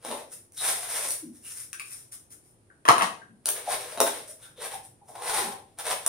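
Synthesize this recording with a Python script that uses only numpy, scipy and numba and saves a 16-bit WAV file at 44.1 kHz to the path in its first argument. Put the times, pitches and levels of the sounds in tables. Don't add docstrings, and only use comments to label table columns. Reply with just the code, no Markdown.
import sys
import numpy as np
from scipy import signal
from scipy.fft import rfft, irfft
from scipy.io import wavfile
from numba import njit

SR = 44100
rng = np.random.default_rng(int(sys.argv[2]) if len(sys.argv) > 2 else 0)


def unload_audio(sound):
    columns = np.transpose(np.atleast_2d(sound))
    steps = np.round(np.clip(columns, -1, 1) * 32767)
    wavfile.write(sys.argv[1], SR, steps.astype(np.int16))


N = 268119
TIME = np.arange(N) / SR
PORT_TRANSIT_S = .15 / 343


def undb(db):
    return 10 ** (np.asarray(db) / 20)


def unit(x):
    return x / np.sqrt(np.mean(x ** 2))


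def at_hz(hz, points):
    f, value = np.transpose(points)
    return np.interp(np.log(np.maximum(hz, 1)), np.log(f), value)


def colour(x, points):
    size = x.shape[-1]
    return irfft(rfft(x) * undb(at_hz(np.fft.rfftfreq(size, 1 / SR), points)), size)


def add(track, start_s, sound):
    i = int(start_s * SR)
    track[i:i + len(sound)] += sound[:max(N - i, 0)]


def wander(rate_hz):
    return np.interp(TIME * rate_hz, np.arange(N), rng.standard_normal(N))


def diffuse(size):
    coherence = .9 * np.sinc(2 * np.fft.rfftfreq(size, 1 / SR) * PORT_TRANSIT_S)
    mid, side = rfft(rng.standard_normal((2, size)))
    mid, side = mid * np.sqrt(1 + coherence), side * np.sqrt(1 - coherence)
    return unit(irfft([mid + side, mid - side], size))


def room_murmur(level_db=-63, waver_db=1):
    # frequency_hz, gain_db
    spectrum = [(25, -12.5), (60, -7.5), (115, 4), (180, -7), (350, -5), (600, -12.5), (1200, -21),
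                (3500, -29.5), (7800, -32.5), (9500, -28), (15000, -48)]
    return undb(level_db + waver_db * wander(1.7)) * unit(colour(diffuse(N), spectrum))


def slips(rate_hz, spread_db):
    released = rng.random(N) < rate_hz / SR
    clicks = released * rng.standard_normal(N)
    return unit(clicks * undb(spread_db * np.minimum(rng.exponential(size=N), 4)))


def stroke_power(strokes, voice_db, rise_share, flatness=2.05):
    speed_law = (0.9, 0.92, 0.96)
    power = np.zeros((3, N))
    for peak_s, length_s, db in strokes:
        near = slice(max(int((peak_s - 2 * length_s) * SR), 0), int((peak_s + 2 * length_s) * SR))
        t = TIME[near] - peak_s
        flank_s = length_s * np.where(t < 0, rise_share, 1 - rise_share)
        speed = np.exp(-np.abs(t / flank_s) ** flatness)
        power[:, near] += (undb(db) * undb(voice_db)[:, None] * speed ** np.array(speed_law)[:, None]) ** 2
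    return power


def cavity_hz(time_s):
    # time_s, pitch_hz
    cavity = [(.1, 616), (.7, 745), (1.15, 502), (3.55, 493), (3.67, 763), (3.87, 470), (4.0, 734),
              (4.57, 448), (4.72, 764), (5.6, 806), (6.0, 601)]
    return np.interp(time_s, *np.transpose(cavity))


@njit
def resonance(x, hz, width_hz):
    out, band, low = np.empty(len(x)), 0., 0.
    for i in range(len(x)):
        tuning, damping = np.tan(np.pi * hz[i] / SR), width_hz / hz[i]
        velocity = (band + tuning * (x[i] - low)) / (1 + tuning * (tuning + damping))
        band, low = 2 * velocity - band, low + 2 * tuning * velocity
        out[i] = damping * velocity
    return out


def scraping(hiss_db=-9.5, rasp_db=-1, hollow_db=-1, jerk_db=3.5, cavity_db=7, cavity_width_hz=110.):
    # peak_s, length_s, level_db
    rubs = [(.068, 0.077, -40.5), (.135, 0.13, -44), (3.478, 0.035, -32), (3.575, .08, -39),
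            (3.688, 0.043, -31.5), (3.722, 0.044, -27.5), (3.83, 0.37, -40.5), (4.07, 0.031, -25.5),
            (4.15, 0.14, -41.5), (4.45, 0.11, -57), (4.636, 0.085, -39.5), (4.731, 0.039, -34),
            (5.352, 0.19, -25.5), (5.71, 0.07, -62.5), (5.8, 0.028, -35.5), (5.895, 0.093, -27.5),
            (5.98, 0.21, -45)]
    presses = [(.135, 0.1, -37), (3.95, 0.05, -44), (5.105, 0.057, -50), (5.205, 0.12, -37),
               (5.5, 0.11, -39)]
    brushes = [(.332, 0.061, -34.5), (.595, 0.076, -29), (1.1, .1, -27.5), (1.355, 0.049, -49.5),
               (1.475, 0.1, -37.5), (1.575, 0.12, -34.5), (1.92, 0.15, -38.5), (2.131, 0.023, -33),
               (2.319, 0.026, -39.5), (2.468, 0.066, -54), (4.288, 0.054, -38.5), (4.44, 0.061, -45),
               (4.845, 0.028, -46.5), (5.1, 0.079, -48)]
    pulls = [(.645, 0.13, -22.5), (.82, 0.21, -34.5), (.92, .16, -26.5), (1.05, 0.02, -32)]
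    skids = [(2.905, 0.0072, -29.5), (3.017, 0.048, -28.5)]
    # hiss_db, rasp_db, hollow_db
    rub_voice = (0, -2.96, -5)
    press_voice = (-9, -10, 0)
    brush_voice = (0, -16.5, -40)
    pull_voice = (0.5, -7.5, -13.5)
    skid_voice = (-29, 0, -10)
    # frequency_hz, gain_db
    hiss_curve = [(1500, -95), (3500, -47), (5300, 3), (7000, -1), (9500, 3.5), (12000, -2.5), (14000, 0.5),
                  (16000, -12.5)]
    rasp_curve = [(500, -18.5), (950, -12), (1300, -0.5), (1520, -0.5), (1800, -0.5), (2200, -1.5),
                  (2950, -6.5), (3600, -2), (4600, -8.5), (7000, -22.5)]
    hollow_curve = [(90, -24), (200, -27), (330, -10), (450, 8), (560, 4), (690, 6), (850, 8.5), (1050, 9),
                    (1400, -19), (3000, -82.5)]
    friction = slips(rate_hz=6000, spread_db=2) * undb(jerk_db * wander(rate_hz=90))
    power = (stroke_power(rubs, rub_voice, rise_share=.5)
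             + stroke_power(presses, press_voice, rise_share=.46)
             + stroke_power(brushes, brush_voice, rise_share=.43)
             + stroke_power(pulls, pull_voice, rise_share=.23)
             + stroke_power(skids, skid_voice, rise_share=.54))
    hiss, rasp, hollow = (colour(friction, curve) for curve in (hiss_curve, rasp_curve, hollow_curve))
    hollow = hollow + undb(cavity_db) * resonance(hollow, cavity_hz(TIME), cavity_width_hz)
    voices = [undb(hiss_db) * unit(hiss), undb(rasp_db) * unit(rasp), undb(hollow_db) * unit(hollow)]
    return (np.sqrt(power) * voices).sum(0)


def rebounding(hits, after_s, thud_db, snap_db):
    return [blow for s, thud, snap in hits
            for blow in ((s, thud, snap), (s + after_s, thud + thud_db, snap + snap_db))]


def impacts(hits, modes, thud_db, snap_db, tilt_db_per_octave, crunch_s=.0008, detune=.028, blow_s=.005):
    # frequency_hz, gain_db
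    spectrum = [(150, -32), (600, -17), (1300, 8), (2500, -2.5), (3900, 1.5), (4800, 0), (6000, 4),
                (7500, -4), (9500, 1.5), (12000, -4), (16000, -4)]
    tilted = [(f, gain + tilt_db_per_octave * np.log2(f)) for f, gain in spectrum]
    out, t = np.zeros(N), TIME[:SR // 8]
    hz, db, t60_s = np.transpose(modes)[:, :, None]
    decay = np.exp(-np.log(1000) * t / t60_s)
    for start_s, thud, snap in hits:
        spot_db, pitch = rng.standard_normal((2, len(modes), 1))
        sign = rng.choice([-1, 1], (len(modes), 1))
        partials = np.sin(2 * np.pi * hz * (1 + detune * pitch) * t)
        ring = (sign * undb(db + spot_db) * decay * partials).sum(0)
        crunch = colour(rng.standard_normal(len(t)), tilted) * t * np.exp(-t / crunch_s)
        blow = undb(thud + thud_db) * unit(ring) + undb(snap + snap_db) * unit(crunch)
        add(out, start_s, blow * np.sqrt(blow_s / t[-1]))
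    return signal.sosfilt(signal.butter(2, 280, "high", fs=SR, output="sos"), out)


def box_knocks():
    # start_s, thud_db, snap_db
    hits = [(.049, -27, -30), (.113, -24, -31.5), (.521, -65, -44.5), (1.05, -33, -37), (1.106, -40, -18.5),
            (3.457, -35, -14.5), (3.4885, -30, -12), (3.975, -24, -31), (4.003, -10, -7.5),
            (5.787, -52, -27.5), (6.063, -26.5, -12.5)]
    # pitch_hz, level_db, t60_s
    modes = [(267.6, -11.5, 0.048), (398, -9, 0.053), (559, -3.5, 0.05), (681, -0.5, 0.045),
             (875, -2, 0.048), (1116, -10, 0.054), (1284, 2, 0.0055), (1720, -23, 0.01), (2880, 6, 0.002),
             (3800, -5, 0.018)]
    blows = rebounding(hits, after_s=.009, thud_db=-2.5, snap_db=-20.5)
    return impacts(blows, modes, thud_db=-3.5, snap_db=-7, tilt_db_per_octave=3.2)


def judders(boom_s=.03, wobble_s=.036, pitch_spread=.09, rough_db=2.5):
    # start_s, pitch_hz, level_db
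    wobbles = [(.075, 248, -43), (1.22, 326, -43), (1.244, 223.4, -40), (2.882, 137.5, -37.5),
               (3.021, 236, -39), (3.291, 205, -53), (5.38, 361, -37.5), (5.434, 208, -41)]
    # start_s, length_s, pitch_hz, level_db
    squeaks = [(0.556, 0.085, 3804, -42), (1.419, 0.1, 2730, -55.5), (1.721, 0.055, 1585, -49),
               (2.698, 0.012, 1615, -52), (3.212, 0.018, 1590, -47), (4.405, 0.11, 1512, -59.5),
               (4.406, 0.066, 3550, -56.5), (4.55, 0.087, 3640, -54)]
    # start_s, level_db
    booms = [(3.668, -27.5), (4.282, -50), (4.574, -47.5), (4.727, -37.5), (5.008, -55), (5.085, -45.5)]
    events = [(s, boom_s, cavity_hz(s), db) for s, db in booms]
    events += [(s, wobble_s, hz, db) for s, hz, db in wobbles] + squeaks
    out = np.zeros(N)
    for start_s, length_s, hz, db in events:
        cycles = TIME[:int(length_s * SR)] * hz
        pitch, size = (np.interp(cycles / 2, np.arange(256), v) for v in rng.standard_normal((2, 256)))
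        phase = 2 * np.pi * np.cumsum(hz * (1 + pitch_spread * pitch)) / SR
        shudder = undb(rough_db * size) * np.sin(phase)
        add(out, start_s, undb(db) * unit(shudder * np.hanning(len(shudder))))
    return out


def crease_clicks():
    # start_s, thud_db, snap_db
    hits = [(1.730, -41.5, -29), (1.797, -31, -31)]
    # pitch_hz, level_db, t60_s
    modes = [(1160, 1, 0.02), (1700, -29, .015), (2373, 12, 0.038), (2585, 13, 0.03), (4500, 3, 0.015)]
    blows = rebounding(hits, after_s=.014, thud_db=-7, snap_db=-19)
    return impacts(blows, modes, thud_db=.5, snap_db=-5.5, tilt_db_per_octave=1.3)


def table_landing():
    # start_s, thud_db, snap_db
    hits = [(2.853, -23.5, -27), (2.8795, -15, -19.5), (2.887, -2.5, -9), (2.916, -14, -23),
            (2.981, -17, -22.5), (3.010, -15, -33.5), (3.0215, -15, -16.5)]
    # pitch_hz, level_db, t60_s
    modes = [(520, -22, 0.015), (684, -11, 0.036), (1036, -1, 0.019), (1132, 2.5, 0.024), (1325, -5, 0.015),
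             (1670, -2, 0.014), (1930, -8.5, 0.023), (2600, -7, 0.011), (3030, -5.5, 0.0087)]
    blows = rebounding(hits, after_s=.011, thud_db=-14, snap_db=-3.5)
    return impacts(blows, modes, thud_db=-1, snap_db=-6.5, tilt_db_per_octave=-4.3)


def echoes(tail_db=-3.2, early_db=-17, build_s=.005, walls=6):
    # frequency_hz, t60_s
    room_t60 = [(100, 0.22), (300, 0.54), (1000, 0.33), (3000, 0.35), (9000, 0.34), (16000, 0.29)]
    size = SR * 3 // 4
    hz, frame_s, cells = signal.stft(diffuse(size), SR, nperseg=256)
    decay = np.exp(-np.log(1000) * frame_s / at_hz(hz, room_t60)[:, None])
    tail = signal.istft(cells * decay, SR)[1][:, :size]
    response = undb(tail_db) * unit(tail * (1 - np.exp(-TIME[:size] / build_s))) / np.sqrt(size)
    for wall_s in rng.uniform(.0015, .022, walls):
        arrival_s = wall_s + rng.uniform(0, PORT_TRANSIT_S, 2)
        response[[0, 1], (arrival_s * SR).astype(int)] += undb(early_db)
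    return response


def room(x, right_lag_s, pan_left_db, direct_db=-4.8):
    angle = 2 * wander(rate_hz=25)
    faces = np.cos(angle), np.sin(angle)
    reverb = sum(signal.fftconvolve((x * face)[None], echoes(), axes=1)[:, :N] for face in faces)
    direct = np.array([x, np.roll(x, round(right_lag_s * SR))])
    return (undb(direct_db) * direct + reverb) * undb([[pan_left_db], [-pan_left_db]])


def scene():
    # time_s, power_share (0-1)
    path = [(1.5, 0), (1.8, 1), (3.2, 1), (3.4, 0)]
    reach = np.interp(TIME, *np.transpose(path))
    box, creases, table = box_knocks(), crease_clicks(), table_landing()
    card = scraping() + judders() + creases
    front = room(box + np.sqrt(1 - reach) * card, right_lag_s=-.00002, pan_left_db=.7)
    aside = room(table + np.sqrt(reach) * card, right_lag_s=.00042, pan_left_db=1.5)
    return front + aside + room_murmur()


def record(dry, port_hz=9450, port_q=9.3, port_db=10, top_hz=15700):
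    ring = signal.lfilter(*signal.iirpeak(port_hz, port_q, fs=SR), dry)
    clipped = np.clip(dry + undb(port_db) * ring, -1, 1)
    return signal.sosfilt(signal.ellip(8, .2, 70, top_hz, fs=SR, output="sos"), clipped)


dry = scene()
out = record(dry)
unload_audio(out)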